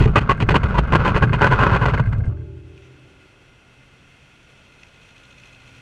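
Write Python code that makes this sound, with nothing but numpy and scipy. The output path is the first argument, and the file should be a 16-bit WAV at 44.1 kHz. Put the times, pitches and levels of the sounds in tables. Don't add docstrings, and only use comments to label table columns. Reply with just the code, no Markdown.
import sys
import numpy as np
from scipy import signal
from scipy.fft import rfft, irfft, next_fast_len
from scipy.io import wavfile
from scipy.ndimage import uniform_filter1d

SR = 44100
rng = np.random.default_rng(int(sys.argv[2]) if len(sys.argv) > 2 else 0)


def transcribe(u):
    v = np.clip(np.atleast_2d(u).T, -1, 1)
    q = np.round(v * 32767).astype(np.int16)
    wavfile.write(sys.argv[1], SR, q)


N = 256220
T = np.arange(N) / SR

# start in seconds, length in seconds, level in dB, relative judder in dB.
SCRAPES = [(0, 0.057, -28, -33), (.075, 0.0054, -29.5, -4), (.156, 0.0046, -9, 0),
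           (0.163, 0.023, -16.5, -10.5), (0.205, .016, -27, -16), (.291, 0.028, -15, 1),
           (.401, 0.029, -24, -24), (0.488, 0.0066, -14, -21.5), (0.505, 0.0016, -12, -15),
           (0.517, 0.0018, -20, -9), (.54, 0.0085, -15.5, 1), (0.555, .007, -9, -8),
           (.631, 0.0079, -23.5, -7), (0.741, 0.0364, -29, 3.5), (.779, 0.011, -14.5, -7),
           (0.921, 0.018, -14.5, -3), (.95, 0.0097, -12.5, -10), (1.048, 0.049, -18.5, -3.5),
           (1.145, 0.034, -19, -10), (1.222, 0.017, -15.5, -5), (1.33, 0.02, -19, -6.5),
           (1.41, 0.065, -15, -6), (1.511, 0.0285, -17, -1.5), (1.589, 0.063, -19.5, -2),
           (1.665, 0.0061, -16, 0.5), (1.711, 0.059, -22, -4.5), (1.813, 0.034, -23.5, -1.5),
           (1.855, 0.0074, -16.5, -11.5), (1.883, 0.022, -24.5, -9), (1.936, 0.0073, -17, -7),
           (1.978, .005, -27.5, -20), (1.995, 0.0052, -23, 2), (2.066, 0.0094, -46, -4),
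           (2.127, 0.0048, -30.5, -21)]
# start in seconds, envelope peak in dB, pitch in Hz.
KNOCKS = [(.006, -5, 120.6), (.057, -4.5, 121), (.421, -7, 111), (.634, -11.5, 78), (.733, -21, 65),
          (1.233, -6, 118.3), (1.3, -10, 132), (1.998, -4.5, 128), (2.071, -10, 106), (2.18, -11, 100.4),
          (2.216, -12, 107.7), (2.275, -12.5, 103)]
# start in seconds, length in seconds, level in dB.
TICKS = [(2.248, 0.0049, -59), (2.777, .0017, -47.5), (2.821, 0.056, -57.5), (4.226, 0.0015, -50),
         (4.832, 0.0032, -40), (5.435, .002, -43.5)]
# time in seconds, relative level in dB.
SHAKE_LEVELS = [(0, -15), (.35, -23), (.68, -16), (1.0, -19), (2.26, -21), (2.36, -32)]
DRAG_LEVELS = [(0, -38), (.3, -32), (.42, -42.5), (.62, -30), (.77, -28.5), (.86, -33), (1.05, -23.5),
               (1.33, -34.5), (1.48, -21.5), (1.72, -19.5), (1.8, -28.5), (1.96, -25.5), (2.04, -42),
               (2.3, -53), (2.6, -75)]
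RATTLE_LEVELS = [(0, -48.5), (1.4, -35.5), (1.95, -28), (2.03, -41), (2.3, -54), (2.6, -83)]
# frequency in Hz, level in dB, time to decay by 60 dB in seconds.
FRAME_MODES = [(60.6, -35, 1.8), (83.7, -25.5, 1.58), (112.5, -26.5, 1.05), (124, -33, 2.42),
               (158, -37.5, 1.45), (285, -47, 2), (308, -46, 3.2), (344, -42.5, 2.6), (368, -53, 4.7),
               (384, -45.5, 2), (393, -46, 3.5), (434, -49.5, 2), (440, -50.5, 1.9), (560, -60, 3.0),
               (590, -50, 1.7), (860, -57.5, 1.4)]
RATTLE_MODES = [(1090, -5, 0.024), (1580, 0, 0.036), (2090, -6, .033), (2520, -16, 0.025),
                (4310, -28, .025)]
# frequency in Hz, relative level in dB.
GRIND_SPECTRUM = [(150, 10), (260, 0), (400, 2.5), (570, 0), (720, -2), (920, 2), (1140, -3), (1300, -9),
                  (1540, -4.5), (1760, -11), (2030, -12), (2400, -34.5)]
GRIT_SPECTRUM = [(900, -21), (2000, -4), (2600, -3.5), (3100, -3.5), (3700, -12.5), (4400, -13.5),
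                 (5200, -22.5), (6500, -24), (8500, -30), (10000, -38), (12500, -46), (14500, -59)]
THUD_SPECTRUM = [(170, -2), (240, 1.5), (320, -1), (430, 3.5), (560, -21), (800, -15.5)]
SHAKE_SPECTRUM = [(15, -16.5), (27, -0.5), (38, -11.5), (46, 0), (58, -1), (72, -2.5), (90, -11.5),
                  (120, -7), (160, -8), (220, -16.5), (350, -33.5), (700, -33)]
DRAG_SPECTRUM = [(180, 5), (280, -4), (420, 0), (700, -7), (1000, -3.5), (1450, -1.5), (1850, -15.5),
                 (2600, -19), (3300, -22.5), (4300, -30.5), (6700, -43), (9000, -52.5), (11000, -73),
                 (14500, -76.5)]
CRUMB_SPECTRUM = [(2200, 6.5), (4400, -2), (7000, -3.5), (9200, -4), (11000, -27), (14500, -18.5)]
TICK_SPECTRUM = [(1400, -20), (1950, -0.5), (2600, 4), (3200, -3), (4500, -16), (6200, -7), (9000, -40),
                 (13000, -46)]
CHIRR_SPECTRUM = [(1200, -1), (1800, -3), (2600, 0.5), (3500, 6.5), (4900, -20), (6200, -1.5), (7500, -14),
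                  (9300, -24), (13000, -29)]
TRAFFIC_SPECTRUM = [(13, -48), (22, -5), (134, -4), (157, -6), (200, -9.5), (361, -14), (477, -13.5),
                    (567, -13.5), (608, -15), (1310, -21), (1400, -14), (1820, -26), (3080, -120)]
HISS_SPECTRUM = [(1100, -8), (1500, -4.5), (1850, -5.5), (2600, -3), (3300, -4.5), (3900, -11.5),
                 (4900, -15), (5900, -15.5), (7500, -18.5), (9300, -21), (11000, -28), (14500, -40)]
# centre in Hz, width in Hz, gain in dB.
BAR_RESONANCES = [(427.6, 11, 7), (567, 31, 5), (993, 72, 2.5), (1127, 62, 5.5), (1450, 330, 6.5),
                  (1580, 78, -5.5), (1990, 76, 6), (2500, 160, 9.5), (2843, 190, 6), (4390, 250, 2),
                  (6300, 200, 4), (8400, 250, 2)]
CHIRR_RESONANCES = [(1390, 70, 16), (2530, 140, 17.6), (4180, 150, 16.6), (6500, 315, 3.04)]
HISS_BANDS = [(1427, 52, 13), (2080, 130, 8.5), (2600, 260, 9), (3260, 280, 3), (4280, 140, 5.5),
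              (5750, 280, 6)]
# time in seconds, level of the low wash in dB, level of the hiss in dB.
STREET_LEVELS = [(2.35, -61.5, -65), (2.85, -55, -57), (4.0, -54.5, -55.5), (5.81, -52.5, -52.5)]
# time in seconds, pitch in Hz, relative level in dB.
ENGINE_COURSE = [(2.4, 134, -79.5), (3.0, 132, -51.5), (3.4, 115, -64.5), (4.0, 131, -56.5),
                 (4.4, 132, -62), (5.2, 127, -57.5), (5.81, 121.2, -47.5)]
# multiple of the pitch, relative level in dB.
ENGINE_ORDERS = [(1, -1), (1.6, -16), (2.13, -9)]

REST_S = 2.28
GRIT_DB, GRIT_FADE_DB_PER_S, GRIT_LOSS_PER_JUDDER_DB = -9, 2, 0.17
JUDDER_FLOOR_HZ, JUDDER_EXTRA_HZ, JUDDER_SAG_S = 1029, 420, .17
SQUEAL_HZ, SQUEAL_DB, SQUEAL_RISE_DB_PER_S = 1560, -21, 8
JOLT_DB, JOLT_DB_PER_SCRAPE_DB, JOLT_HZ, JOLT_LAG_S = -9, 0.31, 118.2, 0.0072
BUMP_SPAN_S, BUMP_GAP_S, BUMP_DB = (0.99, 1.96), .055, -12.5
CRUMBS_DB, CRUMBS_PER_S = -63.5, 140
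CHIRR_START_S, CHIRR_GAP_S = 4.3538, .0733
CHIRR_PEAK_S, CHIRR_DB, CHIRR_FADE_DB_PER_S = 5.37, -45, 10
CUTOFF_HZ = 15600


def scrapes():
    grind, grit, judder = np.zeros((3, N))
    for s, length, db, judder_db in SCRAPES:
        grit_db = db - GRIT_LOSS_PER_JUDDER_DB * judder_db
        add(grind, s, undb(db) * touch(length, attack=0.00053, release=0.0061))
        add(grit, s, undb(grit_db) * touch(length, attack=0.0013, release=0.0067))
        add(judder, s, undb(db + judder_db) * touch(length, attack=0.001, release=0.0034))
    wobble = 1 + 0.0369 * walk(350) + 0.0298 * walk(45)
    tone = lambda hz: np.sqrt(2) * np.sin(2 * np.pi * np.cumsum(hz * wobble) / SR)
    catching = unit(undb(1.3 * walk(380)))
    stones = grains(rate=1500) * catching
    body = grind * colour(stones, GRIND_SPECTRUM, BAR_RESONANCES)
    edge = undb(GRIT_DB - GRIT_FADE_DB_PER_S * T) * grit * colour(stones, GRIT_SPECTRUM, BAR_RESONANCES)
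    chatter = judder * tone(JUDDER_FLOOR_HZ + JUDDER_EXTRA_HZ * np.exp(-T / JUDDER_SAG_S))
    squeal = undb(SQUEAL_DB + SQUEAL_RISE_DB_PER_S * T + 3.4 * walk(30)) * grind * tone(SQUEAL_HZ)
    return body + edge + (chatter + squeal) * catching


def blows():
    jolts = [(s + JOLT_LAG_S, JOLT_DB + JOLT_DB_PER_SCRAPE_DB * db,
              JOLT_HZ * (1 + 0.12 * rng.standard_normal())) for s, _, db, _ in SCRAPES]
    scatter = rng.standard_normal((64, 3))
    bumps = [(s + .008 * late, BUMP_DB + 1.2 * hard, JOLT_HZ * (1 + 0.097 * high))
             for s, (late, hard, high) in zip(np.arange(*BUMP_SPAN_S, BUMP_GAP_S), scatter)]
    return KNOCKS + jolts + bumps


def frame():
    swings, force = np.zeros((2, N))
    t = T[:SR // 5]
    pulse = (1 - np.exp(-t / 0.0022)) ** 2 * np.exp(-t / 0.014)
    pulse /= pulse.max()
    for s, db, hz in blows():
        add(swings, s, undb(db) * pulse * np.sin(2 * np.pi * hz * t))
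        add(force, s, undb(db) * pulse)
    softening = undb(-11.5 - 9.3 * T)
    thud = softening * force * colour(noise(), THUD_SPECTRUM, BAR_RESONANCES)
    shake_db, = curves(SHAKE_LEVELS)
    settling = np.exp(-np.maximum(T - REST_S, 0) / 0.12)
    shudder = undb(shake_db - 2 + walk(11)) * settling * colour(noise(), SHAKE_SPECTRUM)
    return swings + thud + shudder


def drag():
    db, = curves(DRAG_LEVELS)
    pressure = undb(db) * unit(undb(2.0 * walk(70)))
    return pressure * colour(grains(rate=1200), DRAG_SPECTRUM, BAR_RESONANCES)


def ring_out():
    out, t = np.zeros(N), T[:2 * SR]
    for hz, db, t60 in FRAME_MODES:
        waver = undb(2.0 * walk(16.3)[:len(t)])
        pitch = hz * (1 + 0.0123 * walk(28.8)[:len(t)])
        cycles = np.cumsum(pitch) / SR + rng.random()
        envelope = (1 - np.exp(-t / 0.0186)) * decay(t, t60)
        add(out, REST_S, undb(db) * envelope * waver * np.sin(2 * np.pi * cycles))
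    return out


def rattle():
    taps, t = impulses(rate=70), T[:SR // 8]
    ring = sum(undb(db) * decay(t, t60) * np.sin(2 * np.pi * hz * t) for hz, db, t60 in RATTLE_MODES)
    ring *= 1 - np.exp(-t / .0006)
    db, = curves(RATTLE_LEVELS)
    return undb(db) * unit(signal.fftconvolve(taps, ring)[:N])


def crumbs():
    crack = touch(0.00054, attack=.0002, release=0.0045)
    cracks = unit(signal.fftconvolve(impulses(CRUMBS_PER_S), crack)[:N])
    sliding = T < REST_S + .02
    return undb(CRUMBS_DB) * sliding * colour(cracks * noise(), CRUMB_SPECTRUM, BAR_RESONANCES)


def ticks():
    contact = np.zeros(N)
    for s, length, db in TICKS:
        add(contact, s, undb(db) * touch(length, attack=0.00031, release=0.0023))
    return contact * colour(noise(), TICK_SPECTRUM, HISS_BANDS)


def chirring():
    bursts = np.zeros(N)
    click = touch(.006, attack=.001, release=.003)
    for s in np.arange(CHIRR_START_S, T[-1], CHIRR_GAP_S):
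        db = CHIRR_DB - CHIRR_FADE_DB_PER_S * abs(s - CHIRR_PEAK_S)
        for k, click_db in enumerate([-3.5, -4.5, -12]):
            add(bursts, s + k * .017, undb(db + click_db) * click)
    clicks = bursts * noise()
    return np.std(clicks) * colour(clicks, CHIRR_SPECTRUM, CHIRR_RESONANCES)


def traffic():
    wash_db, hiss_db = curves(STREET_LEVELS)
    wash = undb(wash_db + 0.27 * walk(2.2)) * colour(noise(), TRAFFIC_SPECTRUM)
    hiss = undb(hiss_db + 0.7 * walk(25)) * colour(noise(), HISS_SPECTRUM, HISS_BANDS)
    return wash + hiss


def engine():
    hz, db = curves(ENGINE_COURSE)
    phase = 2 * np.pi * np.cumsum(hz * (1 + 0.0027 * walk(6.5))) / SR
    hum = sum(undb(order_db) * np.sin(k * phase) for k, order_db in ENGINE_ORDERS)
    return undb(db + 2.0 * walk(3.5)) * hum


def touch(length, attack, release):
    t = T[:int((length + 8 * release) * SR)]
    return (1 - np.exp(-t / attack)) * np.exp(-np.maximum(t - length, 0) / release)


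def grains(rate):
    return unit(impulses(rate)) + .45 * noise()


def impulses(rate):
    return (rng.random(N) < rate / SR) * noise()


def colour(x, spectrum, resonances=()):
    size = next_fast_len(N)
    f = np.maximum(np.arange(size // 2 + 1) * SR / size, 1)
    hz, db = np.transpose(spectrum)
    octaves_outside = np.maximum(np.log2(f / hz[-1]), 0) + np.maximum(np.log2(hz[0] / f), 0)
    gain_db = np.interp(np.log(f), np.log(hz), db) - 30 * octaves_outside
    for centre, width, lift in resonances:
        gain_db += lift / (1 + (2 * (f - centre) / width) ** 2)
    return unit(irfft(rfft(x, size) * undb(gain_db), size)[:N])


def decay(t, t60):
    return np.exp(-np.log(1000) * t / t60)


def noise():
    return rng.standard_normal(N)


def walk(rate):
    hold = max(int(SR / rate), 1)
    steps = np.repeat(rng.standard_normal(N // hold + 1), hold)
    return unit(uniform_filter1d(steps, hold)[:N])


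def curves(table):
    s, *columns = np.transpose(table)
    return [np.interp(T, s, c) for c in columns]


def undb(db):
    return 10 ** (np.asarray(db) / 20)


def unit(x):
    return x / np.sqrt(np.mean(x ** 2))


def add(track, s, sound):
    i = min(max(int(s * SR), 0), N)
    track[i:i + len(sound)] += sound[:N - i]


def scene():
    slide = scrapes() + drag() + crumbs() + rattle() + frame()
    return (slide + ring_out() + traffic() + engine() + chirring() + ticks())[None]


def record(dry):
    rounded = dry / (1 + dry ** 8) ** (1 / 8)
    lowpass = signal.ellip(8, .2, 70, CUTOFF_HZ, fs=SR, output="sos")
    return signal.sosfilt(lowpass, rounded)


dry = scene()
out = record(dry)
transcribe(out)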